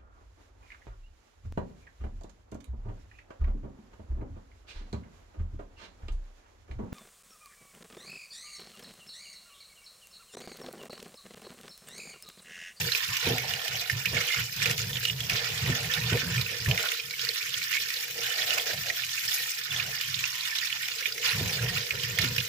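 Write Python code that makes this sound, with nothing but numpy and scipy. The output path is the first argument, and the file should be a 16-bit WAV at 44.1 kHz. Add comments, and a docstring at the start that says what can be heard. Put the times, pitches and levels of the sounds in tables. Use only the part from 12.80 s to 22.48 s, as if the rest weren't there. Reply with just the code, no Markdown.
"""Rinsing vegetables in a steel sink

A kitchen tap runs over vegetables in a plastic colander, close to a two-port microphone.
The water hisses, spits drops and slaps; trapped air pings, and trickles ring the sink.
Underneath, the stream drums and gurgles on the basin, which rumbles when a hand shoves
the vegetables and booms when it drops them."""
import sys
import numpy as np
from scipy import signal
from scipy.fft import rfft, irfft, next_fast_len
from scipy.io import wavfile
from scipy.ndimage import uniform_filter1d

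SR = 44100
rng = np.random.default_rng(int(sys.argv[2]) if len(sys.argv) > 2 else 0)


def wav_out(sig):
    """Save sig, one row per channel (or a flat mono array), as 16-bit PCM at SR to the path in sys.argv[1]."""
    wavfile.write(sys.argv[1], SR, np.round(np.clip(np.atleast_2d(sig).T, -1, 1) * 32767).astype(np.int16))


N = 426888
T = np.arange(N) / SR
HZ = np.fft.rfftfreq(next_fast_len(N + SR // 2), 1 / SR)


# The stream's slow changes: time_s, level_db, brightness_db_per_octave
STREAM = [(0, -36, 1.5), (.3, -32.5, -1), (.75, -34.5, -2), (1.2, -35, -1), (1.6, -36, -0.5),
          (2.2, -36.5, 0.5), (2.6, -32, -2.5), (3.1, -33.5, -1.5), (3.7, -34, -1.5), (4.2, -37, -0.5),
          (4.5, -34, -1), (5.2, -34.5, 0), (5.7, -35.5, 0), (6.3, -33.5, -0.5), (6.6, -33, 2),
          (6.87, -37, -1), (7.6, -33.5, -1), (8.2, -35, -1), (8.7, -33, -0.5), (9.2, -35, -1.5),
          (9.68, -35, 0)]
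def splash(drop_share=0.49, patch_db=1.5, flicker_db=0.7, correlation=0.063, tilt_per_db=-0.2737):
    """The stream breaks into hiss and drops, in drifting patches; more water sounds fuller."""
    a, b = rng.standard_normal((2, N))
    hiss = np.array([a, correlation * a + np.sqrt(1 - correlation ** 2) * b])
    hiss = hiss * lumps(0.01, flicker_db) * (1 + .6 * spits())
    water = np.sqrt(1 - drop_share) * unit_rms(hiss) + np.sqrt(drop_share) * drops()
    hz, t, spectrum = signal.stft(water, SR, nperseg=256, noverlap=192)
    patches = rng.standard_normal((len(t), len(hz)))
    patches = uniform_filter1d(uniform_filter1d(patches, 25, 0), 7, 1)
    patches = unit_rms(patches - uniform_filter1d(patches, 150, 0)).T
    times, level_db, brightness = np.transpose(STREAM)
    octaves = np.log2(np.maximum(hz, 600) / 3000)[:, None]
    octaves += 2.6 * np.minimum(octaves + 1.07, 0)  # a thin stream loses its low end first
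    surge = surge_db(t)
    tilt = np.interp(t, times, brightness) + tilt_per_db * surge
    spectrum *= gain_of(np.interp(t, times, level_db) + surge + octaves * tilt + patch_db * patches)
    return signal.istft(spectrum, SR, nperseg=256, noverlap=192)[1][:, :N]


def spits(per_s=40, spread_db=3.5, t60_s=0.02):
    """The stream breaks up: an envelope of sudden, fast-dying bursts."""
    return signal.lfilter([1], [1, -gain_of(-60 / (t60_s * SR))], impulses(per_s, spread_db))


def drops(per_s=1500, spread_db=4.5):
    """Single drops make short rising pings, bunched in spurts; a few are large."""
    sizes = gain_of(spread_db * np.minimum(rng.exponential(1, N), 4))
    hits = sizes * (rng.random(N) < per_s * lumps(.015, 4) / SR)
    pitch_index, out = rng.integers(0, 30, N), np.zeros(N)
    for k, hz in enumerate(np.geomspace(1300, 15000, 30)):
        cycles = np.arange(int(20 * SR / hz)) * hz / SR
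        ping = np.sin(2 * np.pi * cycles * (1 + 0.0085 * cycles)) * np.exp(-cycles / 2.5)
        ping *= hz ** 0.96  # small drops are short, so they are weighted up
        out += signal.oaconvolve(hits * (pitch_index == k), ping)[:N]
    return unit_rms(wall_reflections(out))


# Gathered water spills at once: start_s, hold_s, lift_db
GUSHES = [(0, .01, 6), (.12, 0.057, 3), (.46, 0.027, 6), (1.26, .02, 1), (1.37, 0.31, 5.5), (1.82, 0.13, 7),
          (1.99, 0.032, 3), (2.18, 0.0059, 0), (2.4, .02, -2.5), (2.51, 0.049, 3.5), (2.86, 0.068, 1),
          (3.12, 0.026, 2.5), (3.3, .11, 3.5), (3.53, 0.075, 2.5), (3.98, 0.15, 5.5), (4.93, 0.025, 4),
          (5.44, 0.085, 5), (5.59, 0.058, 5), (5.7, 0.019, 8), (5.78, 0.032, 7.5), (5.865, 0.05, 5),
          (6.52, 0.016, 2.5), (6.93, 0.086, 6), (7.24, 0.024, 1.5), (7.43, .02, 3), (7.79, .02, 1),
          (8.45, 0.072, 7), (8.98, 0.024, 3.5), (9.41, 0.047, 6), (9.59, .02, -1.5)]
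# The splash thins for a moment, then snaps back: start_s, hold_s, dip_db
LULLS = [(1.07, 0.014, 3.5), (1.16, .08, 2.5), (1.67, 0.029, 9.5), (1.96, 0.0087, 7.5), (2.08, 0.064, 3),
         (2.33, 0.038, 5.5), (2.46, 0.023, 6.5), (3.47, 0.012, 4), (3.64, 0.036, 2), (3.79, 0.023, 2.5),
         (4.25, 0.1, 4.5), (5.33, .03, 4.5), (5.84, 0.012, 4.5), (7.52, 0.015, 4), (8.33, 0.094, 5),
         (9.09, 0.089, 2.5), (9.51, .02, 1)]
def surge_db(t):
    """How far gushes lift the stream and lulls lower it."""
    def ramps(table, attack_s, release_s):
        return sum(np.interp(t, [s - attack_s, s, s + hold, s + hold + release_s], [0, db, db, 0])
                   for s, hold, db in table)
    return ramps(GUSHES, attack_s=0.043, release_s=0.04) - ramps(LULLS, attack_s=0.047, release_s=0.028)


# Slaps of water: start_s, level_db, pitch_hz, relative_spray_db
SLAPS = [(0.1196, -11, 4080, -26), (0.1488, -15, 2580, -17), (0.368, -23.5, 2720, 8.5),
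         (0.5816, -14, 2160, -5), (0.7364, -17, 2730, -5), (0.8797, -22.5, 3100, 3.5),
         (0.9954, -16.5, 3980, -18), (1.098, -10, 1740, -17), (1.2562, -10, 2460, -7),
         (1.3678, -11, 2200, -24), (1.8194, -13, 2100, -23), (1.8569, -10.5, 2500, -9),
         (1.9112, -20, 2550, 2.5), (1.979, -23, 2820, 4), (2.1307, -22, 3320, -9), (2.1549, -19, 3300, -21),
         (2.169, -17.5, 2980, -12), (2.252, -11.5, 2900, -5), (2.2976, -12.5, 2900, -30),
         (2.404, -16, 3230, -8), (2.497, -12, 2400, -4.5), (2.86, -13.5, 1780, -25),
         (3.137, -11.5, 3530, -8), (3.297, -18, 2840, -9), (3.3722, -15.5, 1750, -9),
         (3.579, -18.5, 2370, -16), (3.612, -13.5, 3980, -13), (3.8598, -16.5, 1680, -25),
         (3.912, -8.5, 3000, -22), (3.9764, -11, 2020, -12), (4.028, -24, 2240, 5.5),
         (4.0536, -19, 1500, -6), (4.086, -12.5, 3380, -22), (4.117, -20.5, 1680, 1),
         (4.1973, -21.5, 2420, -16), (4.308, -20, 4230, -6), (4.3938, -14.5, 3300, -18),
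         (4.449, -16.5, 4400, -9), (4.489, -12, 4140, -11), (4.7405, -15.5, 3230, -14),
         (4.9282, -13, 1960, -14), (4.937, -16, 2600, -14), (4.952, -14, 2060, -16),
         (4.968, -10, 2110, -22), (5.104, -19.5, 2460, -4), (5.139, -17, 4250, -11),
         (5.5892, -16, 1790, -15), (5.619, -14.5, 3230, -11), (5.7062, -13, 2900, -15),
         (6.065, -25, 5060, -2), (6.0998, -10.5, 1900, -28), (6.999, -15, 2420, -14),
         (7.211, -19.5, 2570, 1), (7.343, -13, 3600, -14), (7.4393, -12.5, 2620, -17),
         (7.608, -17.5, 3950, -19), (7.785, -14.5, 3770, -12), (7.9017, -19, 2180, -20),
         (7.927, -20, 2940, -18), (8.031, -18, 2070, -10), (8.083, -18, 2310, -4), (8.2254, -19, 2210, -19),
         (8.2565, -11.5, 2350, -27), (8.323, -17, 4660, -15), (8.3794, -19.5, 2080, -7),
         (8.428, -17.5, 2280, -15), (8.98, -16, 3670, -11), (9.107, -10.5, 2410, -27),
         (9.196, -22, 2900, -11), (9.234, -19, 3100, -4.5), (9.3867, -13.5, 1800, 0),
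         (9.416, -16, 5430, -5), (9.5617, -18, 5130, -3), (9.5806, -10, 2560, -10), (9.603, -14, 3300, -15)]
def slaps(correlation=0.22, t60_s=0.036, crack_s=0.00091, attack_s=0.00029):
    """Each slap throws a broad crack of spray and traps a pocket of air that rings briefly."""
    out, t = np.zeros((2, N)), np.arange(SR // 8) / SR
    envelope = gain_of(-60 * t / t60_s) * (1 - np.exp(-t / attack_s))
    noises = rng.standard_normal((len(SLAPS), 2, len(t)))
    for (start, db, hz, spray_db), (a, b) in zip(SLAPS, noises):
        burst = np.array([correlation * a + np.sqrt(1 - correlation ** 2) * b, a])
        chirp = np.sin(2 * np.pi * hz * t * (1 + 2.6 * t))  # rises as the pocket nears the surface
        pocket = 0.28 * chirp + 0.41 * resonate(burst, hz, 0.17 * hz)
        spray = gain_of(spray_db) * burst * (1 + 0.49 * np.exp(-t / crack_s))
        add(out.T, start, (gain_of(db) * envelope * (pocket + spray)).T)
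    return out


def bubbles(per_s=110, spread_db=3.5, decay_cycles=3.4, relative_db=-12):
    """Sparse pockets of air ring a few cycles, rising a little; their level follows the stream."""
    hits = impulses(per_s, spread_db)
    pitch_index, out = rng.integers(0, 16, N), np.zeros(N)
    for k, hz in enumerate(np.geomspace(1600, 5500, 16)):
        cycles = np.arange(int(40 * SR / hz)) * hz / SR
        envelope = np.exp(-cycles / decay_cycles) * np.minimum(cycles, 1)
        ping = np.sin(2 * np.pi * cycles * (1 + 0.0018 * cycles)) * envelope
        out += signal.oaconvolve(hits * (pitch_index == k), ping)[:N]
    times, stream_db, _ = np.transpose(STREAM)
    level = gain_of(relative_db + np.interp(T, times, stream_db) + surge_db(T))
    return level * unit_rms(wall_reflections(out, t60_s=0.031, direct=.8))


# The hand pushes the pile against the basin: start_s, hold_s, level_db
SHOVES = [(0, 0.055, -36.5), (0.292, 0.02, -42), (0.465, 0.071, -32), (0.597, 0.16, -45.5),
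          (.91, 0.06, -44.5), (1.133, 0.036, -33.5), (1.274, 0.06, -39), (1.333, .04, -36),
          (1.582, 0.045, -37.5), (1.692, 0.044, -52), (1.772, 0.071, -40), (1.87, 0.064, -36),
          (1.992, 0.18, -38), (2.2, 0.099, -47), (2.308, 0.16, -39), (2.524, .01, -34), (2.625, 0.036, -46),
          (2.705, 0.074, -42.5), (2.83, 0.013, -30), (2.878, 0.022, -26), (3.013, 0.075, -39),
          (3.179, 0.036, -35), (3.243, 0.022, -31.5), (3.327, 0.013, -25), (3.465, 0.071, -32.5),
          (3.568, 0.039, -30), (3.706, 0.049, -50), (3.812, 0.0087, -37), (3.882, 0.021, -25),
          (4.253, 0.017, -54), (4.446, 0.033, -55), (4.774, .025, -52), (5.378, 0.027, -56),
          (5.617, 0.042, -56), (5.94, 0.087, -46), (6.06, .04, -55), (6.45, .03, -55), (6.907, 0.21, -46),
          (7.265, 0.069, -47), (7.37, 0.044, -46.5), (8.55, .12, -32), (8.74, 0.046, -39),
          (8.82, 0.027, -30.5), (8.877, 0.11, -37.5), (9.127, 0.06, -41), (9.241, 0.1, -40.5),
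          (9.398, 0.13, -33.5), (9.584, .02, -35.5)]
def shoves(resting_db=-63):
    """Shoved vegetables make the basin rumble; a faint rumble stays between pushes."""
    rubbing = rng.standard_normal((3, N))  # one shared noise, then one for each side
    pushes = swells(*np.transpose(SHOVES), rise_db_per_s=796, fall_db_per_s=270)
    effort = np.hypot(pushes, gain_of(resting_db) * lumps(0.067, 3.8, slow_s=0.68))
    return steadied(basin(rubbing[0] + 0.14 * rubbing[1:], "shoved")) * effort


# Vegetables knock the colander into the basin: start_s, strength_db, contact_ms
KNOCKS = [(0.467, -13.5, 1.1), (0.506, -16, 1.8), (0.529, -19, 1.7), (1.33, -25, 0.79), (1.869, -46, 2.8),
          (2.517, -33, 2.2), (2.892, -12, 2.2), (3.319, -13, 2), (3.426, -13.5, 4.4), (3.874, 7, 7.6),
          (8.606, -16.5, 2.2), (9.132, -58, 1.4), (9.438, -14, 3)]
def knocks():
    """Each knock booms the basin; a longer contact reaches fewer high modes."""
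    force = np.zeros(N)
    for start, db, contact_ms in KNOCKS:
        push = np.hanning(round(contact_ms * SR / 1000) + 2)
        add(force, start, gain_of(db) * push / push.sum())
    return gain_of(38) * basin(force, "knocked")


# The stream landing on steel: time_s, hollow_db, gurgle_db, gurgle_hz
DRUMMING = [(0, -46, -60, 970), (.35, -70, -48, 1100), (.6, -49, -45.5, 755), (1.0, -56, -49.5, 695),
            (1.24, -57, -61, 860), (1.55, -56, -58, 720), (1.75, -63, -68, 855), (2.3, -55, -61.5, 685),
            (2.7, -51.5, -53, 780), (3.2, -50.5, -55, 800), (3.8, -53, -70, 720), (4.3, -56.5, -75, 1000),
            (4.9, -64, -77, 1050), (5.3, -55, -61.5, 800), (5.6, -58, -48.5, 660), (5.92, -47, -45, 670),
            (6.03, -73, -61, 650), (6.3, -73, -70, 900), (6.58, -57, -56.5, 800), (6.85, -69, -70, 910),
            (7.08, -52, -51.5, 710), (7.28, -72, -74, 880), (7.5, -64.5, -52, 1070), (7.9, -70, -62.5, 930),
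            (8.25, -53, -69, 635), (8.5, -52.5, -58, 915), (9.0, -48.5, -54, 680), (9.25, -50.5, -85, 750),
            (9.68, -50.5, -76, 705)]
# Water sloshes, mostly when the basin is jolted: start_s, hold_s, hollow_db, gurgle_db
SLOSHES = [(0, 0.014, -45, -57), (.47, 0.041, -35.5, -40), (1.341, 0.057, -41.5, -47.5),
           (1.86, 0.05, -40.5, -48), (2.014, .03, -48, -59), (2.1, 0.026, -50, -68),
           (2.53, 0.09, -48.5, -46), (2.882, 0.074, -48, -51), (2.98, 0.025, -46, -44),
           (3.332, 0.028, -35, -46), (3.71, 0.022, -46, -76), (3.905, 0.14, -47, -44.5),
           (4.48, 0.027, -51, -74), (5.362, .04, -44.5, -61), (6.062, .015, -68, -47),
           (6.1, 0.0089, -53, -47), (6.92, 0.07, -73, -57), (8.358, 0.038, -47, -79),
           (8.61, 0.057, -44, -50), (8.752, 0.084, -45.5, -48), (9.135, 0.022, -45.5, -70),
           (9.376, 0.033, -45.5, -47)]
def drumming(surge_share=0.45, slosh_hz=660):
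    """Water drums a hollow ring from the basin and gurgles, swelling with gushes and sloshes."""
    times, *curves = np.transpose(DRUMMING)
    hollow_db, gurgle_db, gurgle_hz = (np.interp(T, times, curve) for curve in curves)
    starts, holds, *levels = np.transpose(SLOSHES)
    slosh_hollow, slosh_gurgle = (swells(starts, holds, db, rise_db_per_s=504, fall_db_per_s=175)
                                  for db in levels)
    surge = gain_of(surge_share * surge_db(T))
    hollow_gain = np.hypot(surge * gain_of(hollow_db), slosh_hollow)
    gurgle_gain = np.hypot(surge * gain_of(gurgle_db), slosh_gurgle)
    gurgle_hz += (slosh_hz - gurgle_hz) * (slosh_gurgle / gurgle_gain) ** 2  # a slosh gurgles low
    patter = rng.standard_normal((3, N)) * lumps(.02, 3.0)
    hollow = unit_rms(basin(patter[0] + 1.12 * patter[1:], "drummed"))
    return hollow * hollow_gain + gurgle(gurgle_hz) * gurgle_gain


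def gurgle(centre_hz, width_hz=260):
    """Lumpy noise rings a broad hollow between water and steel, whose pitch moves."""
    churn = (rng.standard_normal(N) + rng.standard_normal((2, N))) * lumps(0.037, 3.34)
    carrier = np.exp(2j * np.pi * np.cumsum(centre_hz) / SR)
    pole = np.exp(-np.pi * width_hz / SR)
    baseband = signal.lfilter([1], np.convolve([1, -pole], [1, -pole]), churn / carrier)
    return unit_rms((carrier * baseband).real)


# Trickles that keep the sink ringing: start_s, length_s, pitch_hz, level_db
TRICKLES = [(1.354, 0.051, 1760, -35), (1.47, 0.29, 2940, -42), (1.494, .09, 2100, -30.5),
            (1.836, 0.11, 3300, -42), (2.123, 0.07, 3430, -41), (2.23, .1, 2880, -31.5),
            (3.28, 0.038, 2900, -46), (3.281, 0.2, 1530, -39.5), (4.025, 0.055, 1440, -34.5),
            (4.296, 0.058, 2260, -38.5), (4.935, 0.078, 2240, -33), (5.433, 0.12, 3000, -33.5),
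            (5.581, 0.063, 1830, -31), (6.558, 0.14, 1850, -40), (6.901, 0.084, 3450, -31),
            (7.625, 0.07, 2240, -51), (8.85, 0.082, 1850, -37.5)]
def trickles(width_hz=55, per_s=90):
    """Drops in quick uneven succession strike one narrow ring of the sink, off to the right."""
    out, draws = np.zeros((2, N)), rng.random((len(TRICKLES), 2, SR // 4))
    for (start, length, hz, db), (chance, size) in zip(TRICKLES, draws):
        count = min(round(length * SR), len(chance))
        hits = (chance < per_s / SR) * (0.37 + size)
        wash = 0.032 * (size - .5)
        ring = resonate((hits + wash)[:count], hz, width_hz) * signal.windows.tukey(count, .4)
        add(out.T, start, gain_of(db) * np.outer(ring, gain_of([-7, 0])))
    return out


# The basin's low modes: pitch_hz, width_hz, shoved_db, drummed_db, knocked_db
BASIN_MODES = [(65.6, 61, -9, -45, -33), (121.6, 24.3, 9.5, -9, -3), (183.5, 50.6, -5, -39, -12),
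               (249.7, 9.5, -61, -21, 2), (271, 35, -49, 0.5, -8.5), (369, 75, -22.5, 4.5, -5),
               (471, 38, -26, 19, -5), (524, 110, -44, -8, -13), (654, 28, -43, -36, -10),
               (930, 88, -21, -4, -12)]
def basin(x, drive):
    """The steel rings in modes of alternating polarity, weighted by how it is driven."""
    column = 2 + ["shoved", "drummed", "knocked"].index(drive)
    modes = ((-1) ** k * gain_of(row[column]) * mode(*row[:2]) for k, row in enumerate(BASIN_MODES))
    return filtered(x, sum(modes))


# The sink's higher rings: pitch_hz, width_hz, strength
SINK_RINGS = [(1383, 130, 1), (1790, 37, 0.89), (2160, 13, 1), (2447, 46, 0.74), (2900, 47, 0.64),
              (3450, 53, 0.22), (3980, 62, 0.065)]
# The tone of the splash at each microphone port: frequency_hz, left_db, right_db
PORT_TONE = [(483, -33.5, -11), (740, -64, -48), (1055, -19, -15.5), (1200, -25.5, -19.5),
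             (2060, -19.5, -10.5), (2900, -20, -13), (4400, -23.5, -15), (5490, -18, -16),
             (6850, -19, -27.5), (7590, -22, -27), (9470, -36.5, -34.5), (9550, -31.5, -28),
             (12200, -24.5, -26.5), (14900, -19, -32.5), (16500, -15, -53)]
def splash_colour(x, low_cut_hz=1050):
    """The sink's rings and each port's tone colour the spray, which has no bass."""
    hz, *sides = np.transpose(PORT_TONE)
    tone = gain_of([np.interp(np.log(HZ + 1), np.log(hz), db) for db in sides])
    low_cut = (HZ ** 2 / (HZ ** 2 + low_cut_hz ** 2)) ** 2
    rings = 1 + sum(strength * mode(pitch, width) for pitch, width, strength in SINK_RINGS)
    colour = tone * low_cut * rings
    return filtered(x, colour / np.sqrt(np.mean(abs(colour) ** 2) / 2))


def wall_reflections(x, t60_s=0.053, direct=.55, wander_hz=3.1):
    """Close stereo echoes inside the sink; three sets take turns as the water lands elsewhere."""
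    t = np.arange(SR // 16) / SR
    tails = rng.standard_normal((3, 2, len(t))) * gain_of(-60 * t / t60_s)
    tails *= np.sqrt(1 - direct ** 2) / np.linalg.norm(tails, axis=2, keepdims=True)
    tails[..., 0] = direct
    fades = [np.cos(2 * np.pi * (wander_hz * T + k / 3)) for k in range(3)]
    return sum(signal.oaconvolve((x * fade)[None], tail, axes=1)[:, :N]
               for fade, tail in zip(fades, tails))


def impulses(per_s, spread_db):
    """Randomly timed hits, mostly small, a few large."""
    sizes = gain_of(spread_db * np.minimum(rng.exponential(1, N), 3))
    return sizes * (rng.random(N) < per_s / SR)


def lumps(smooth_s, spread_db, slow_s=.12):
    """A random gain that wanders over smooth_s and evens out over slow_s."""
    size = round(smooth_s * SR)
    wander = uniform_filter1d(uniform_filter1d(rng.standard_normal(N), size), size)
    return gain_of(spread_db * unit_rms(wander - uniform_filter1d(wander, round(slow_s * SR))))


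def swells(starts, holds, levels_db, rise_db_per_s, fall_db_per_s):
    """Combined gain of events that climb to their level, hold it and die away."""
    power = np.zeros(N)
    for start, hold, db in zip(starts, holds, levels_db):
        before_s, after_s = np.maximum(start - T, 0), np.maximum(T - start - hold, 0)
        power += gain_of(db - rise_db_per_s * before_s - fall_db_per_s * after_s) ** 2
    return np.sqrt(power)


def steadied(x, window_s=0.03, depth=0.47):
    """Tames the chance swells of narrow noise."""
    power = uniform_filter1d((x ** 2).mean(0), round(window_s * SR))
    return unit_rms(x / (abs(power) + 0.015 * power.mean()) ** (depth / 2))


def resonate(x, hz, width_hz):
    """Rings a two-pole resonance, at unit level."""
    pole = np.exp(-np.pi * width_hz / SR)
    feedback = [1, -2 * pole * np.cos(2 * np.pi * hz / SR), pole * pole]
    return unit_rms(signal.lfilter([1, 0, -1], feedback, x))


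def mode(hz, width_hz):
    """The response of one damped resonance, with gain 1 at its centre."""
    return 1j * HZ * width_hz / (hz ** 2 - HZ ** 2 + 1j * HZ * width_hz)


def filtered(x, response):
    """Applies a frequency response given on HZ."""
    size = 2 * (len(HZ) - 1)
    return irfft(rfft(x, size) * response, size)[..., :N]


def gain_of(db):
    return 10 ** (np.asarray(db) / 20)


def unit_rms(x):
    return x / np.sqrt(np.mean(x ** 2) + 1e-20)


def add(mix, start_s, sound):
    part = mix[round(start_s * SR):][:len(sound)]
    part += sound[:len(part)]


def scene():
    """Bright water on top, the low steel of the basin beneath."""
    water = splash_colour(splash() + gain_of(-6.5) * slaps() + bubbles()) + trickles()
    handling = (shoves() + knocks()) * gain_of([[-.7], [.7]])  # just right of centre
    return water + handling + drumming()


def record(dry, cutoff_hz=15495):
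    """A steep low-pass takes off the very top of the hiss."""
    low_pass = signal.firwin(1501, cutoff_hz, window=("kaiser", 7), fs=SR)
    return signal.oaconvolve(dry, low_pass[None], "same")


dry = scene()
out = record(dry)
wav_out(out)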